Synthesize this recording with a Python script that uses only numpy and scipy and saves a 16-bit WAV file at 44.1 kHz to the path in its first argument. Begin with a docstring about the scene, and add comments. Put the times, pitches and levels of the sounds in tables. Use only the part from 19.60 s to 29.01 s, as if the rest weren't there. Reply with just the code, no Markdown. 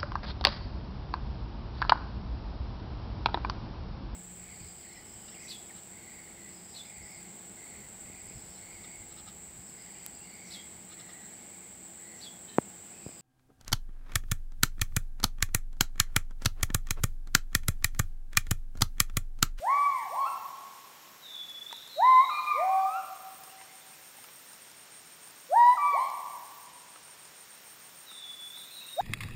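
"""Gibbons in a rainforest.

Distant gibbons whoop in overlapping notes; trunks and leaves scatter each into a long tail.
One bird whistles two sagging notes, twice; another chirps faintly. A cicada's tymbals throb,
bush crickets trill above it, far insects drone and foliage hisses softly.
Close by: soft woody taps, and small ticks and one knock that ring a camera body."""
import sys
import numpy as np
from scipy import signal
from scipy.fft import rfft, irfft, next_fast_len
from scipy.io import wavfile

SR = 44100
rng = np.random.default_rng(int(sys.argv[2]) if len(sys.argv) > 2 else 0)


def waveform_to_disk(signal):
    """Save audio, clipped to [-1, 1], as 16-bit WAV at the path in sys.argv[1]."""
    frames = np.transpose(np.atleast_2d(signal))
    scaled = np.clip(frames, -1, 1) * 32767
    samples = np.round(scaled).astype(np.int16)
    wavfile.write(sys.argv[1], SR, samples)


N = 414981
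TIME = np.arange(N) / SR

# forest echo decay: freq_hz, t60_s
ECHO_DECAY = [(400, 2.14), (770, 2.18), (1150, 1.69), (2300, 1.28), (4000, 1.08), (9000, 1.2)]
# far foliage spectrum: freq_hz, gain_db
FOLIAGE_SPECTRUM = [(20, -23), (50, -8), (100, -3), (160, 4), (220, 1.5), (450, 2.5), (1000, 4),
                    (2000, 3.5), (4000, 0.5), (6000, -4), (9000, -5.5), (11500, -8), (16000, -5)]
# far insect choruses: centre_hz, width_hz, level_db
CHORUS_BANDS = [(5530, 620, -65.5), (6570, 570, -69), (7330, 1300, -67)]
# thin insect buzz: peak_s, half_width_s, peak_db
BUZZ_SWELLS = [(.7, 1.9, -65), (2.8, 1.4, -63), (4.6, .9, -67.5), (6.45, 0.54, -62.5), (7.18, 0.093, -67),
               (8.08, .14, -67), (8.98, 0.19, -62), (9.35, .2, -70)]
# bush cricket bouts: start_s, length_s, peak_db, swell_db, release_s
CRICKET_BOUTS = [(0, .89, -56.5, 17, .05), (.95, .69, -64, 1.5, .06), (2.048, 1.83, -56.5, 19, 0.11),
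                 (3.992, .83, -58.5, 8, .4), (5.25, 0.75, -60, 9, .15), (6.008, 1.03, -57, 7.5, 0.016),
                 (7.3, 1.22, -59, 13, 0.045), (8.6, .85, -55.5, 13, .05)]
# bush cricket spectrum: freq_hz, gain_db
CRICKET_SPECTRUM = [(9000, -20), (11700, -4), (12400, -2), (13500, 1), (15300, 5), (16500, -5.5)]
# cicada rhythm: time_s, throbs_completed
CICADA_THROBS = [(0, .15), (.79, 5), (2.41, 16), (2.935, 20), (3.505, 24), (4.378, 30), (5.727, 39),
                 (9.537, 64)]
# cicada effort: time_s, gain_db
CICADA_EFFORT = [(0, -59.5), (.72, -56.5), (.83, -69), (1.3, -64), (1.42, -88), (2.2, -69.5), (2.7, -62.5),
                 (3.7, -56), (8.3, -54.5), (9.4, -52)]
# far bird chirps: start_s, centre_hz, gain_db
BIRD_CHIRPS = [(3.884, 2792, -54), (3.97, 2040, -53), (4.076, 2095, -56), (4.196, 3540, -57),
               (4.316, 2480, -56), (9.089, 2540, -55), (9.2, 2670, -50), (9.271, 2800, -51)]
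# bird whistles: start_s, length_s, low_hz, gain_db
BIRD_WHISTLES = [(1.614, 0.53, 3440, -46), (2.284, 0.46, 3768, -46.5), (8.457, .535, 3445, -48),
                 (9.099, 0.69, 3722, -47.5)]
# woody taps: start_s, gain_db, pitch_hz
WOODY_TAPS = [(1.476, -55, 1000), (2.11, -45, 1235), (4.013, -44, 978), (4.586, -49, 816),
              (4.643, -46.5, 1330), (4.686, -47, 1170), (4.934, -52, 1280), (7.359, -45.5, 1305),
              (7.481, -48, 1000), (8.515, -45, 1310), (8.972, -47, 970)]
# clearest camera ticks: start_s, gain_db
CLEAR_TICKS = [(1.7574, -47), (1.8966, -44), (2.1675, -45), (2.2773, -42), (3.8364, -40), (4.6404, -41),
               (4.9321, -42), (5.675, -43), (6.0654, -43.5), (6.5011, -41.5), (6.8543, -46), (7.0584, -47)]
# tick modes: freq_hz, gain_db, t60_s
TICK_RING = [(5070, -2, 0.023), (7150, 4, 0.0062), (9800, 8, 0.0031), (10440, -5.5, 0.016),
             (13200, -29, 0.0037)]
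# camera body modes: freq_hz, gain_db, t60_s
BODY_RING = [(930, 8.5, 0.04), (1300, -19.5, .02), (1770, 3.5, 0.0078)]
# gibbon notes: mid_glide_s, glide_s, after_mid_s, from_hz, held_hz, bend_hz, bend_s, release_s,
# gain_db, octave_gain_db, upper_gain_db, echo_gain_db
GIBBON_NOTES = [ (0.054, .0235, 0.43, 440, 1148, -450, .25, 0.43, -23.5, -13.5, -41, -4.5),
                (0.54, .021, 0.16, 338.4, 1134, -200, 0.1, 0.071, -30, -34, -34.5, 0),
                (0.649, 0.0083, 0.044, 988, 1354, 0, .027, 0.014, -33.5, -19, -38, -5.5),
                (2.405, .016, .25, 500, 1027, 130, 0.087, 0.069, -17, -15, -39, -10),
                (2.699, 0.0033, .324, 1466, 1204, -380, .15, 0.13, -30, -7.5, -36, -3),
                (2.988, 0.022, 0.34, 420.4, 767.6, 15, 0.079, 0.23, -23.5, -21.5, -35, -5.5),
                (3.069, .0137, .338, 420, 1126, 336.5, 0.26, 0.045, -36.5, -21.5, -31, -6),
                (5.934, 0.015, 0.2225, 469.4, 955.4, 57, .17, 0.064, -15.5, -16.5, -36.5, -10.5),
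                (6.177, 0.003, 0.23, 1373, 1154, -190, 0.11, 0.073, -26, -13, -36.5, -5.5),
                (6.353, 0.021, 0.13, 248.3, 1090, -13, 0.034, 0.12, -25, -24.5, -29, -4.5),
                (9.397, 0.012, 0.17, 480, 1020, 7, .05, .05, -17, -13.5, -38, -7)]
# throat response on harmonic 2: freq_hz, gain_db
THROAT_OCTAVE = [(1000, -1.5), (1500, -12.5), (1900, -3), (2430, -3), (2750, 7.5), (3000, -2)]
# throat response on harmonics 3-5: freq_hz, gain_db
THROAT_UPPER = [(2800, -1.5), (3400, 1), (3850, 1.5), (4450, 2.5), (5000, -6), (6000, -9)]


def amp(db):
    """Decibels to gain."""
    return 10 ** (np.asarray(db) / 20)


def unit(x):
    """Scale to unit rms."""
    return x / np.sqrt(np.mean(x ** 2) + 1e-20)


def curve(rows):
    """Straight lines through (time_s, value) rows."""
    return np.interp(TIME, *np.transpose(rows))


def read(rows, hz):
    """Interpolate (freq_hz, value) rows in log frequency."""
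    freq_hz, value = np.transpose(rows)
    return np.interp(np.log(hz + 1), np.log(freq_hz + 1), value)


def add(mix, start_s, sound):
    """Mix a sound in at start_s."""
    part = mix[max(round(start_s * SR), 0):][:len(sound)]
    part += sound[:len(part)]


def noise(gain):
    """Unit-rms noise shaped by gain(hz)."""
    size = next_fast_len(N, True)
    spectrum = rfft(rng.standard_normal(size)) * gain(np.fft.rfftfreq(size, 1 / SR))
    return unit(irfft(spectrum, size)[:N])


def band(centre_hz, width_hz):
    """Noise in one resonance."""
    return noise(lambda hz: 1 / (1 + (2 * (hz - centre_hz) / width_hz) ** 2))


def drift(rate_hz):
    """Smooth random motion, mostly below rate_hz."""
    return noise(lambda hz: np.exp(-(hz / rate_hz) ** 2))


def phase_of(t, hz, waver):
    """Running phase of a wavering pitch."""
    return 2 * np.pi * np.cumsum(hz * (1 + np.interp(t, TIME, waver))) / SR


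def ring(modes):
    """Damped sines of a struck object."""
    t = np.arange(SR // 10) / SR
    return sum(amp(db - 60 * t / t60_s) * np.sin(2 * np.pi * hz * t) for hz, db, t60_s in modes)


def forest(x, near_db=5, near_s=0.16):
    """Scatter off trunks and leaves: strong near echoes, then a long tail."""
    hz, t, spectra = signal.stft(rng.standard_normal(2 * SR), SR, nperseg=256)
    decay_db = -60 * t / read(ECHO_DECAY, hz)[:, None] + near_db * np.exp(-t / near_s)
    envelope = amp(decay_db) * (1 - np.exp(-t / 0.0065))
    envelope /= np.sqrt(np.mean(envelope ** 2, axis=1, keepdims=True) * 2 * SR)
    response = signal.istft(spectra * envelope, SR, nperseg=256)[1]
    return signal.fftconvolve(x, response)[:N]


def ground(x, dip_hz=835, width_hz=75, depth=0.88):
    """A reflection cancels one narrow band; glides hiccup as they cross it."""
    b, a = signal.iirpeak(dip_hz, dip_hz / width_hz, fs=SR)
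    return x - depth * signal.lfilter(b, a, x)


def foliage(level_db=-54.5, drift_db=0.08):
    """Soft, near-steady wash of far leaves."""
    return amp(level_db - drift_db * drift(3.3)) * noise(lambda hz: amp(read(FOLIAGE_SPECTRUM, hz)))


def far_insects(flutter_db=0.87):
    """Far choruses merge into droning noise bands."""
    return sum(amp(db + flutter_db * drift(8)) * band(hz, width_hz) for hz, width_hz, db in CHORUS_BANDS)


def thin_buzz(centre_hz=12620, width_hz=850):
    """High insect buzz: one noise band that swells and fades."""
    swells = [amp(db) * np.exp(-((TIME - peak_s) / span_s) ** 2) for peak_s, span_s, db in BUZZ_SWELLS]
    return np.linalg.norm(swells, axis=0) * band(centre_hz, width_hz)


def bout(start_s, length_s, peak_db, swell_db, release_s, attack_s=0.03, swell_power=2.3):
    """Cricket effort in one bout: quick start, swell that levels off, release."""
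    t = TIME - start_s
    attack = np.clip(t / attack_s + 1, 0, 1)
    swell = amp(peak_db - swell_db * np.clip(1 - t / length_s, 0, 1) ** swell_power)
    return swell * attack * np.exp(-np.maximum(t - length_s, 0) / release_s)


def bush_crickets(trill_hz=31.7, trill_db=3, floor_hz=8000):
    """High rasp; its trill deepens with effort."""
    effort = np.max([bout(*row) for row in CRICKET_BOUTS], axis=0)
    pulse = np.sin(phase_of(TIME, trill_hz, 0.02 * drift(3)))
    trill = amp(trill_db * effort / effort.max() * pulse)
    rasp = noise(lambda hz: amp(read(CRICKET_SPECTRUM, hz)) * (hz > floor_hz))
    return effort * unit(trill * rasp)


def cicada(click_hz=114.6, strong_hz=8690, weak_hz=8850, weak_db=-3, ring_s=0.00062,
           gap_db=-20, spread_db=2.8, blur_s=0.039, gain_db=-5.5):
    """Two tymbals click in turn, in about seven throbs a second; nearby leaves blur the clicks."""
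    beats = np.floor(2 * np.cumsum(click_hz * (1 + 0.02 * drift(13))) / SR)
    throb_db = gap_db * np.cos(np.pi * curve(CICADA_THROBS)) ** 10  # long throbs, short pauses
    clicks = np.diff(beats, prepend=0) * amp(throb_db + spread_db * rng.standard_normal(N))
    t = np.arange(SR // 10) / SR
    envelope = t * np.exp(-t / ring_s)
    strong = signal.oaconvolve(clicks * (1 - beats % 2), envelope * np.sin(2 * np.pi * strong_hz * t))
    weak = signal.oaconvolve(clicks * (beats % 2), envelope * np.sin(2 * np.pi * weak_hz * t))
    buzz = unit((strong + amp(weak_db) * weak)[:N]) * amp(curve(CICADA_EFFORT))
    leaves = rng.standard_normal(len(t)) * np.exp(-t / blur_s)
    blurred = signal.oaconvolve(buzz, leaves / np.linalg.norm(leaves))[:N]
    return amp(gain_db) * (buzz + blurred)


def chirping_bird(length_s=0.0352, rise=0.2, gain_db=-1):
    """Far upward chirps, blurred by foliage."""
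    song, t = np.zeros(N), np.arange(0, length_s, 1 / SR)
    for start_s, centre_hz, db in BIRD_CHIRPS:
        hz = centre_hz * (1 + rise * (t / length_s - 0.5))
        add(song, start_s, amp(db) * np.hanning(len(t)) * np.sin(2 * np.pi * np.cumsum(hz) / SR))
    return amp(gain_db) * (song + forest(song, near_db=17, near_s=0.049))


def whistling_bird(dive_hz=662, dive_s=0.041, flick_hz=880, flick_s=0.034, edge_s=0.019,
                   jitter=0.0028, direct_db=-6, echo_db=1):
    """Pure whistles from deep foliage; each sags, then flicks up."""
    song, waver = np.zeros(N), jitter * drift(39)
    for start_s, length_s, low_hz, db in BIRD_WHISTLES:
        t = np.arange(0, length_s, 1 / SR)
        hz = low_hz + dive_hz * np.exp(-t / dive_s) + flick_hz * np.exp((t - length_s) / flick_s)
        level = np.sqrt(2) * amp(db) * np.minimum(np.minimum(t, length_s - t) / edge_s, 1)
        add(song, start_s, level * np.sin(phase_of(start_s + t, hz, waver)))
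    return amp(direct_db) * song + amp(echo_db) * forest(song, near_db=1.5, near_s=0.42)


def taps(t60_s=0.039, snap_db=-2, snap_s=0.0031, echo_db=-12):
    """Woody taps, like drops on leaves: a dull snap plus three damped modes."""
    out, t = np.zeros(N), np.arange(SR // 10) / SR
    hiss = band(centre_hz=1700, width_hz=3200)[:len(WOODY_TAPS) * len(t)]
    snaps = hiss.reshape(-1, len(t)) * np.exp(-t / snap_s)
    for (start_s, db, hz), snap in zip(WOODY_TAPS, snaps):
        modes = [(hz, 0, t60_s), (2.1 * hz, -7, t60_s), (2.7 * hz, -6, t60_s / 2)]
        add(out, start_s, amp(db) * (amp(snap_db) * snap + ring(modes)))
    return out + amp(echo_db) * forest(out)


def camera_ticks(gain_db=-5, body_db=-14, faint_count=8, faint_db=-47, spread_db=4):
    """Tiny bright ticks ring the camera body; extra faint ones fall at random."""
    out, tick = np.zeros(N), ring(TICK_RING) + amp(body_db) * ring(BODY_RING)
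    faint = [(when * N / SR, faint_db + spread_db * (2 * strength - 1))
             for when, strength in rng.random((faint_count, 2))]
    for start_s, db in list(CLEAR_TICKS) + faint:
        add(out, start_s, amp(db + gain_db) * tick)
    return out


def camera_knock(start_s=2.1275, crack_db=-29, crack_s=0.0011, band_hz=(700, 9000), body_db=-43.5):
    """One sharp crack rings the camera body."""
    out, body = np.zeros(N), ring(BODY_RING)
    t = np.arange(len(body)) / SR
    burst = rng.standard_normal(len(t)) * np.exp(-t / crack_s)
    crack = signal.sosfilt(signal.butter(2, band_hz, "band", fs=SR, output="sos"), burst)
    add(out, start_s, amp(crack_db) * crack + amp(body_db) * body)
    return out


def whoop(mid_s, glide_s, after_mid_s, from_hz, held_hz, bend_hz, bend_s, release_s, gain_db,
          lead_glides=3.3, attack_power=1.56, weak_below_hz=608, crescendo_db=3.5, crescendo_s=0.026,
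          release_db=-17, cutoff_s=0.0069):
    """One note's times, pitch, level: an S-glide to a held pitch that bends as breath runs out."""
    start_s, end_s = mid_s - lead_glides * glide_s, mid_s + after_mid_s
    t = np.arange(max(start_s, 0), end_s, 1 / SR)
    glide = 1 / (1 + np.exp((mid_s - t) / glide_s))
    bend, release = (np.maximum(1 - (end_s - t) / span_s, 0) ** 2 for span_s in (bend_s, release_s))
    hz = from_hz + (held_hz - from_hz) * glide + bend_hz * bend
    fullness = 1 / (1 + (weak_below_hz / hz) ** 6.2)
    attack = np.minimum((t - start_s) / (mid_s - start_s), 1) ** attack_power
    cutoff = np.minimum((end_s - t) / cutoff_s, 1)
    held_back_db = crescendo_db * np.exp(-np.maximum(t - mid_s, 0) / crescendo_s)
    level = np.sqrt(2) * amp(gain_db - held_back_db + release_db * release)
    return t, hz, level * fullness * attack * cutoff


def gibbons(jitter=0.005, bright_hz=930, octave_bloom_s=0.026, upper_bloom_s=0.082,
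            overtone_direct_db=-2, overtone_echo_db=4):
    """Near-pure hoots; weak overtones open late and scatter off leaves more than the fundamental."""
    direct, scattered, waver = np.zeros(N), np.zeros(N), jitter * drift(27)
    for *shape, octave_db, upper_db, echo_db in GIBBON_NOTES:
        t, hz, level = whoop(*shape)
        phase, age_s = phase_of(t, hz, waver), t - t[0]
        brightness = 1 / (1 + (bright_hz / hz) ** 20)
        octave_bloom = 1 - np.exp(-(age_s / octave_bloom_s) ** 2)
        upper_bloom = brightness * (1 - np.exp(-(age_s / upper_bloom_s) ** 2))
        octave = octave_bloom * amp(read(THROAT_OCTAVE, 2 * hz)) * np.sin(2 * phase)
        upper = upper_bloom * sum(amp(read(THROAT_UPPER, k * hz)) * np.sin(k * phase) for k in (3, 4, 5))
        hoot = level * np.sin(phase)
        overtones = level * (amp(octave_db) * octave + amp(upper_db) * upper)
        add(direct, t[0], hoot + amp(overtone_direct_db) * overtones)
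        add(scattered, t[0], amp(echo_db) * (hoot + amp(overtone_echo_db) * overtones))
    return ground(direct) + forest(scattered)


def scene(low_cut_hz=250):
    """Mono mix; bass cut on the small impacts only."""
    low_cut = signal.butter(2, low_cut_hz, "high", fs=SR, output="sos")
    impacts = signal.sosfilt(low_cut, camera_ticks() + camera_knock() + taps())
    calls = gibbons() + whistling_bird() + chirping_bird()
    insects = cicada() + bush_crickets() + thin_buzz() + far_insects()
    return (foliage() + insects + impacts + calls)[None]


def record(dry, edge_hz=15750):
    """Steep low-pass band limit."""
    low_pass = signal.firwin(511, edge_hz, window=("kaiser", 9), fs=SR)
    return signal.oaconvolve(dry, low_pass[None], "same")


dry = scene()
out = record(dry)
waveform_to_disk(out)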